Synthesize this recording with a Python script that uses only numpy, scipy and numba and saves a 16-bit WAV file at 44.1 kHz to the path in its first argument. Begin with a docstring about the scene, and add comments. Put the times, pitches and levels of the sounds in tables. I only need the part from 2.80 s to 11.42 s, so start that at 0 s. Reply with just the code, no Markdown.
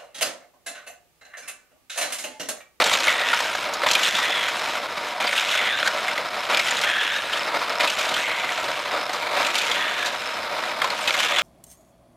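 """Carpeted room: a battery-driven hub of a toy car track whirs, heard by a hand-held phone above it.
Hub: random gear knocks ring the plastic housing, plus mesh-tone sines, loose ticks and floor thrum.
Car: one die-cast car is flung round the loops; knock noise drives moving rings, chatter and hiss.
Clacks over joints and drive wheels are bursts through fixed modes; metal pings are fading sines.
"""
import sys
import numpy as np
from scipy import signal
from scipy.fft import rfft, irfft, next_fast_len
from scipy.io import wavfile
from scipy.ndimage import uniform_filter1d
from numba import njit

SR = 44100
rng = np.random.default_rng(int(sys.argv[2]) if len(sys.argv) > 2 else 0)


def unload_wav(signal):
    """Save mono or channel-first audio to the path in sys.argv[1] as 16-bit WAV at rate SR, clipped to [-1, 1]."""
    wavfile.write(
        sys.argv[1],
        SR,
        np.round(np.clip(np.atleast_2d(signal).T, -1, 1) * 32767).astype(np.int16),
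    )


N = 380141
SMOOTH_S = 0.005  # smoothing window of lap-driven levels


def undb(db):
    """Amplitude factor from dB."""
    return 10 ** (np.asarray(db) / 20)


def level(x, db):
    """Set the rms to db."""
    return x * undb(db) / np.sqrt(np.mean(x ** 2))


def curves(table):
    """Columns joined by straight lines in time."""
    s, *columns = np.transpose(table)
    return [np.interp(np.arange(N) / SR, s, c) for c in columns]


@njit
def svf(x, hz, width_hz):
    """State-variable band-pass with a moving centre, gain 1 at the centre."""
    y, b, l = np.empty(len(x)), 0., 0.
    for i in range(len(x)):
        g, k = np.tan(np.pi * hz[i] / SR), width_hz / hz[i]
        v = (b + g * (x[i] - l)) / (1 + g * (g + k))
        b, l, y[i] = 2 * v - b, l + 2 * g * v, k * v
    return y


def ring(x, modes):
    """Parallel fixed resonances, alternating in sign, each with its own centre gain."""
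    out = 0
    for k, (hz, width_hz, db) in enumerate(modes):
        b, a = signal.iirpeak(hz, hz / width_hz, SR)
        out = out + (-1) ** k * undb(db) * signal.lfilter(b, a, x)
    return out


def colour(x, points):
    """Spectral shaping by (Hz, dB) points on a log frequency axis."""
    hz, db = np.transpose(points)
    size = next_fast_len(len(x))
    f = np.arange(1, size // 2 + 2) * SR / size
    gain = undb(np.interp(np.log(f), np.log(hz), db, -90, db[-1]))
    return irfft(rfft(x, size) * gain, size)[:len(x)]


def walk(rate_hz):
    """Random levels held 1 / rate and slewed twice; spread near 1."""
    k = int(SR / rate_hz)
    held = np.repeat(rng.standard_normal(N // k + 1), k)
    return 1.32 * uniform_filter1d(uniform_filter1d(held, k), k)[:N]


def rattle(rate_hz, spread_db, smear_s):
    """Random knocks of uneven, capped size, each a short scrape of noise; rms 0 dB."""
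    size_db = spread_db * np.minimum(rng.exponential(size=N), 3)
    knocks = (rng.random(N) < rate_hz / SR) * undb(size_db)
    energy = signal.lfilter([1], [1, -np.exp(-1 / (smear_s * SR))], knocks ** 2)
    return level(np.sqrt(energy) * rng.standard_normal(N), 0)


# mesh tone: (multiple of MESH_HZ, level/dB before drift)
MESH_ORDERS = [(1, -33), (3, -19), (4, -17.5)]
# plastic housing modes: (f/Hz, width/Hz, relative level/dB)
HOUSING_MODES = [(257, 124, -17.5), (524, 154, -6), (608, 85.6, -0.5), (744, 86, -4.5), (937, 82, -2),
                 (1283, 320, -5), (2250, 460, -8.5), (3835, 980, -14)]
# loose part's ring: (f/Hz, width/Hz, relative level/dB)
TICK_MODE = [(5190, 400, 0)]
# floor-borne spectrum: (f/Hz, relative level/dB per Hz)
THRUM_SPECTRUM = [(20, -34), (50, -19), (70, -13.5), (140, -8), (240, -9.5), (420, -12), (600, -30.5)]
# hub as heard while the phone moves: (t/s, base level/dB, base ticking level/dB)
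HUB_DISTANCE = [(0.0, -27, -7), (0.33, -30.5, -3), (1.99, -32.5, -4), (3.74, -31.5, -1.5), (4.18, -33, -3),
                (4.78, -31.5, -1.5), (5.04, -32, 1), (5.47, -32.5, -16), (6.2, -30, 2.5), (6.46, -31, -6),
                (6.74, -30.5, -2), (7.15, -33, -15), (7.51, -33.5, 0.5), (8.62, -30.5, -8)]
MESH_HZ = 239.7
WHEEL_HZ, THROB_DB = 13.6, 1.5  # mean turn rate, throb amplitude
SURGE_HOLD_S, SURGE_FALL_S = 0.05, 0.021  # lap time at stretch 1; fall to 1/e


def hub():
    """Gear teeth knock the housing, the mesh tone wavers, a loose part ticks, the floor thrums."""
    hub_db, tick_db = curves(HUB_DISTANCE)
    mesh_hz = MESH_HZ * (1 + .013 * walk(8) + 0.014 * walk(60))
    phase = 2 * np.pi * np.cumsum(mesh_hz) / SR
    tone = 0
    for multiple, db in MESH_ORDERS:
        order_db = db + 5 * np.tanh(walk(25)) + 4 * np.tanh(walk(6))
        tone = tone + undb(order_db) * np.sin(multiple * phase)
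    teeth = rattle(1000, 3.2, 0.0025) * undb(1.1 * walk(20))

    clicks = ticks(70, .55, 3) * undb(tick_db + 2.5 * walk(7))
    ringing_ticks = level(ring(ring(clicks, TICK_MODE), TICK_MODE), -32.5)
    buzz = undb(tick_db) * level(ring(ring(teeth, TICK_MODE), TICK_MODE), -34)
    loose = ringing_ticks + buzz + level(ring(clicks, HOUSING_MODES[5:]), -29.5)
    thrum = colour(rng.standard_normal(N), THRUM_SPECTRUM) * undb(1.6 * walk(15))

    k, since_s = lap()
    fall = np.exp(-np.maximum(since_s - SURGE_HOLD_S, 0) / SURGE_FALL_S)
    surge_db = uniform_filter1d(np.array(LAUNCHES)[k, -1] * fall, int(SMOOTH_S * SR))
    # drive wheels out of round: one throb a turn
    turn = 2 * np.pi * np.cumsum(WHEEL_HZ * (1 + 0.096 * walk(5))) / SR
    load_db = hub_db + surge_db + THROB_DB * np.sin(turn) + 0.82 * walk(8)
    gears = undb(load_db + 3.0) * (level(ring(teeth, HOUSING_MODES), 0) + tone)
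    return gears + undb(0.45 * load_db) * (loose + level(thrum, -37.5))


def ticks(rate_hz, uneven, spread_db):
    """A loose part clicks at uneven intervals, now hard, now soft."""
    gap_chance, size_chance = rng.standard_normal((N // 400, 2)).T
    at = np.cumsum(SR / rate_hz * np.exp(uneven * gap_chance)).astype(int)
    out = np.zeros(N)
    out[at[at < N]] = undb(spread_db * size_chance)[at < N]
    return out


# moving rings per piece of track: (t/s, track ring f/Hz, car body ring f/Hz, relative level/dB)
TRACK_RINGS = [(0, 2220, 3650, -23), (.3, 1970, 3470, 5), (.9, 1670, 3800, -7), (1.4, 1960, 3520, 4),
               (1.7, 1970, 3250, 3), (1.78, 1920, 4100, 1), (2.45, 2200, 3200, -1), (2.6, 2170, 3740, -1),
               (2.86, 2100, 3360, 3), (2.94, 1670, 3520, 6.5), (3.08, 1600, 3700, -9),
               (3.3, 2110, 3600, -3), (3.8, 2230, 3350, -6), (4.02, 1900, 3650, -12), (4.05, 1720, 3300, 6),
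               (4.29, 1730, 3280, -0.5), (4.38, 1620, 3800, 4.5), (5.05, 2220, 3450, -5),
               (5.37, 1550, 3400, -1), (5.44, 2150, 3280, 8), (5.72, 2080, 3500, -2), (6.8, 2460, 3740, 3),
               (6.97, 1860, 3400, 5), (7.26, 1640, 3800, 5), (8.44, 1510, 3600, -5), (8.62, 2270, 3300, -5)]
# broad track modes: (f/Hz, width/Hz, relative level/dB)
TRACK_MODES = [(1478, 450, 6.5), (2550, 613, 11.5), (2920, 963, 8.5), (4405, 1150, -2.5)]
# wheel hiss spectrum: (f/Hz, relative level/dB per Hz)
HISS_SPECTRUM = [(2650, 2), (4500, 10.5), (5650, 6), (6990, 3.5), (8460, -4), (13100, -10), (14700, -17),
                 (15500, -38)]
TRACK_RING_WIDTH_HZ, BODY_RING_WIDTH_HZ = 310., 370.  # per filter pass, two passes


def car():
    """Hard wheels excite two moving rings; chatter rings the track broadly and hisses."""
    near_db, hiss_db = rolling()
    track_hz, body_hz, ring_db = curves(TRACK_RINGS)
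    k, _ = lap()
    body_db = -4.5 + np.array(LAUNCHES)[k, -2]
    rings = 0
    for hz, width_hz, db in ((track_hz, TRACK_RING_WIDTH_HZ, -1.5), (body_hz, BODY_RING_WIDTH_HZ, body_db)):
        once = svf(rattle(1600, 2.5, .002), hz * (1 + .025 * walk(30)), width_hz)
        twice = svf(once, hz * (1 + .012 * walk(12)), width_hz)
        rings = rings + level(twice, 0) * undb(db)
    # louder rolling lifts the rings more than the chatter; less hiss leaves them clearer
    rings = rings * undb(ring_db + 0.56 * (near_db + 16.0) - 0.2 * (hiss_db + 26.5))

    chatter = rattle(1100, 4.5, 0.001)
    # axles and loose parts tinkle: pitch redrawn every 600 samples
    tinkle_hz = np.repeat(rng.uniform(4500, 9500, N // 600 + 1), 600)[:N]
    tinkle = level(svf(rattle(360, 3.8, 0.011), tinkle_hz, 350.0), -10.5)
    hiss = level(colour(chatter, HISS_SPECTRUM), 0) + tinkle
    broad = undb(0.31 * hiss_db) * level(ring(chatter, TRACK_MODES), 0.77)
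    jolt_db = 0.9 * walk(35)  # the car rocks and skips on its wheels
    return undb(near_db - 3.0 + jolt_db) * (rings + broad + undb(hiss_db) * hiss)


# launches from the hub: (t/s, time stretch, over-hub offset/dB, bend offset/dB, coast offset/dB,
# wheel hiss offset/dB, car body ring offset/dB, hub surge/dB before smoothing)
LAUNCHES = [(-.05, 0.95, 3, 2.5, 4, 2, -5, 11), (1.063, 0.98, 0.5, 1, 1.8, 1.5, 3, 7),
            (2.401, 1.01, 0, 3.5, 3, -1, 1, 5.5), (3.7, 0.99, 1.5, 3.1, 4, -1.8, -1, 6),
            (4.995, 1.14, -1.5, -0.3, 1.5, 0, -10, 7.5), (6.56, 1.06, -2.6, 1.1, 0.7, 0, -2.5, 5.5),
            (8.016, 1.12, -7, 1.5, 4.5, 2, 6, 2)]


def lap():
    """Index of the running lap and time into it (s at stretch 1)."""
    t = np.arange(N) / SR
    start_s, stretch = np.transpose(LAUNCHES)[:2]
    k = np.maximum(np.searchsorted(start_s, t) - 1, 0)
    return k, (t - start_s[k]) / stretch[k]


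# lap shape at stretch 1: (t/s after launch, base level/dB, base wheel hiss level/dB)
LAP_SHAPE = [(0.0, -21, -8.5), (.06, -25.5, -9), (.2, -21.5, -6), (.27, -28.5, -6), (.35, -23.5, -7),
             (.46, -24.5, -14), (.64, -26, -10.5), (.74, -32.5, -7), (.88, -29.5, -10), (1.05, -39, -12),
             (1.25, -33, -9), (1.55, -59, -35)]
LEAVES_HUB_S, LEAVES_BEND_S, BLEND_S = 0.236, 0.446, 0.031  # at stretch 1


def rolling():
    """One level shape per lap: clatter over the hub, a loud bend, a slow coast home."""
    k, since_s = lap()
    s, near_shape_db, hiss_shape_db = np.transpose(LAP_SHAPE)
    near_db = np.interp(since_s, s, near_shape_db)
    hiss_db = np.interp(since_s, s, hiss_shape_db)
    hub_db, bend_db, home_db, lap_hiss_db = np.array(LAUNCHES)[k, 2:6].T

    def past(at_s):
        """Fade 0 to 1 centred on at_s."""
        return np.clip((since_s - at_s) / BLEND_S + .5, 0, 1)

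    near_db = near_db + hub_db + past(LEAVES_HUB_S) * (bend_db - hub_db)
    near_db = near_db + past(LEAVES_BEND_S) * (home_db - bend_db)
    return [uniform_filter1d(c, int(SMOOTH_S * SR)) for c in (near_db, hiss_db + lap_hiss_db)]


# blows: (t/s, base peak level/dB, main ring f/Hz, base treble level/dB, 60 dB burst decay/s, min 0.005)
CLACKS = [(0.019, -7, 2360, -29, 0.029), (0.041, -21, 3770, -14.5, 0.029), (0.06, -17, 805, -20, 0.081),
          (0.087, -19, 3260, -33, 0.022), (0.113, -12.5, 980, -31, 0.088), (0.133, -15, 3680, -19, 0.059),
          (0.202, -18, 2470, -20, 0.028), (0.27, -9.5, 1530, -27, 0.025), (0.28, -4, 2100, -25, 0.038),
          (0.531, -8.5, 1390, -35, 0.046), (0.603, -19, 918, -22, 0.029), (0.75, -14, 1400, -26, 0.044),
          (0.936, -26, 950, -24, 0.05), (1.035, -9, 1200, -33, 0.02), (1.063, -8, 960, -36, 0.043),
          (1.088, -16, 3900, -24, 0.02), (1.104, -12, 3080, -26, 0.032), (1.113, -16, 2600, -13, 0.03),
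          (1.133, -21, 2720, -17, 0.05), (1.151, -4.5, 2390, -25, 0.033), (1.231, -13, 3000, -20, 0.064),
          (1.253, -13, 3450, -31, 0.029), (1.271, -19, 3850, -26, 0.025), (1.348, -16, 3570, -25, 0.096),
          (1.383, -13, 1200, -25, 0.067), (1.681, -16.5, 1410, -24, 0.071), (1.954, -17, 1330, -29, 0.023),
          (2.403, -14, 990, -36, 0.02), (2.475, -12.5, 2150, -33, 0.027), (2.49, -11, 2160, -41, 0.034),
          (2.528, -12, 1800, -38, 0.029), (2.577, -10, 2800, -38, 0.035), (2.713, -18, 3370, -24, 0.04),
          (2.776, -14, 3330, -30, 0.023), (3.029, -8, 1370, -30, 0.01), (3.059, -16, 1620, -25, 0.091),
          (3.075, -10.5, 1620, -20, 0.032), (3.281, -14, 2100, -36, 0.04), (3.378, -13.5, 1960, -31, 0.03),
          (3.705, -21, 1320, -41, 0.04), (3.746, -4.5, 2400, -30, 0.018), (3.772, -10, 2320, -17, 0.028),
          (3.794, -10, 2180, -20, 0.044), (3.882, -13, 2000, -25, 0.036), (3.908, -14.5, 1660, -29, 0.1),
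          (3.969, -17, 3800, -36, 0.036), (4.014, -28, 2310, -21, 0.03), (4.036, -11, 1590, -28, 0.055),
          (4.53, -15.5, 3170, -29, 0.065), (4.571, -17, 1650, -29, 0.054), (5.006, -9, 2190, -23, 0.038),
          (5.045, -12, 2410, -26, 0.015), (5.074, -10, 2610, -25, 0.043), (5.1, -16, 2640, -19.5, 0.034),
          (5.186, -14.5, 2400, -22, 0.1), (5.29, -22, 3720, -25, 0.031), (5.34, -16, 3160, -25, 0.036),
          (5.362, -12, 1550, -38, 0.049), (5.69, -15, 2000, -41, 0.031), (6.331, -24, 950, -27, 0.064),
          (6.422, -18, 2320, -38, 0.045), (6.556, -27, 1250, -41, 0.022), (6.629, -13, 1360, -24, 0.018),
          (6.647, -11, 2650, -26, 0.041), (6.667, -14, 2000, -22, 0.037), (6.754, -11, 2330, -20, 0.044),
          (6.781, -16, 3550, -20.5, 0.061), (6.817, -14, 2480, -22.5, 0.023),
          (6.914, -17, 3260, -24, 0.062), (7.258, -22, 3860, -23.5, 0.12), (7.837, -16.5, 1360, -32, 0.037),
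          (8.018, -8, 1270, -32, 0.03), (8.043, -12, 1040, -24.5, 0.032), (8.102, -14, 4250, -31, 0.018),
          (8.274, -8.5, 2500, -22, 0.059), (8.282, -12.5, 1510, -37, 0.048), (8.307, -5, 2170, -19, 0.0083),
          (8.34, -11, 2080, -26, 0.05), (8.349, -15, 1150, -32, 0.024), (8.389, -15, 3020, -28, 0.043),
          (8.584, -20, 1380, -21.5, 0.045)]
# metal car modes: (f/Hz, width/Hz, relative level/dB)
METAL_MODES = [(4150, 160, -8), (5150, 410, 18), (7220, 320, 4.5)]


def clacks():
    """Each blow, a knock (harder if short) plus scrape, rings track, housing and metal car."""
    out, t = np.zeros(N + 4096), np.arange(4096) / SR
    for (s, db, hz, treble_db, length_s), noise in zip(CLACKS, rng.standard_normal((len(CLACKS), 4096))):
        decay_s = max(length_s, .005)
        knock = 0.02 / decay_s * (t < .0004) * np.sin(2 * np.pi * t / 0.00032)
        envelope = (1 - 0.6 * np.exp(-t / 0.003)) * np.exp(-np.log(1000) * t / decay_s)
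        burst = (noise + knock) * envelope
        # (part, peak dB re blow)
        parts = [(ring(burst, TRACK_MODES), -4.5),
                 (ring(burst, [(hz, 240, 0)]), -1.0),
                 (ring(burst, HOUSING_MODES[:6]), -12 + 3.8 * np.log2(2000 / hz)),
                 (colour(burst, HISS_SPECTRUM), treble_db - db + 5.0),
                 (ring(burst, METAL_MODES), treble_db - db - 0.5)]
        i = int(s * SR)
        out[i:i + 4096] += undb(db) * sum(p * undb(d) / np.abs(p).max() for p, d in parts)
    return out[:N]


# metal part of the car: (t/s, peak level/dB, f/Hz)
PINGS = [(2.47, -16, 4750), (3.772, -18, 4970), (3.91, -16, 7000), (3.97, -23, 6940)]
PING_T60_S = .022


def pings():
    """Each struck metal ping is one exponentially fading sine."""
    t = np.arange(N) / SR
    out = np.zeros(N)
    for s, db, hz in PINGS:
        fade = undb(db - 60 * np.maximum(t - s, 0) / PING_T60_S)
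        out += fade * (t > s) * np.sin(2 * np.pi * hz * t)
    return out


WET_DB, ROOM_T60_S = -20, .2  # tail energy re direct


def room(dry_toy):
    """Carpeted room: a short, dull noise tail, silent for its first 6 ms."""
    t = np.arange(int(.4 * SR)) / SR
    tail = colour(rng.standard_normal(len(t)), [(100, 11), (3000, 5), (16000, -59.0)])
    tail = tail * (t > .006) * np.exp(-np.log(1000) * t / ROOM_T60_S)
    tail = level(tail, WET_DB) / np.sqrt(len(t))
    return signal.fftconvolve(dry_toy, tail)[:N]


def scene():
    """Toy plus room; one microphone feeds both channels."""
    toy = hub() + car() + clacks() + pings()
    heard = toy + room(toy)
    return np.array([heard, heard])


TOP_HZ = 15100


def record(dry):
    """The phone cuts the top: steep elliptic low-pass."""
    return signal.sosfilt(signal.ellip(10, .2, 80, TOP_HZ, fs=SR, output="sos"), dry)


dry = scene()
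out = record(dry)
unload_wav(out)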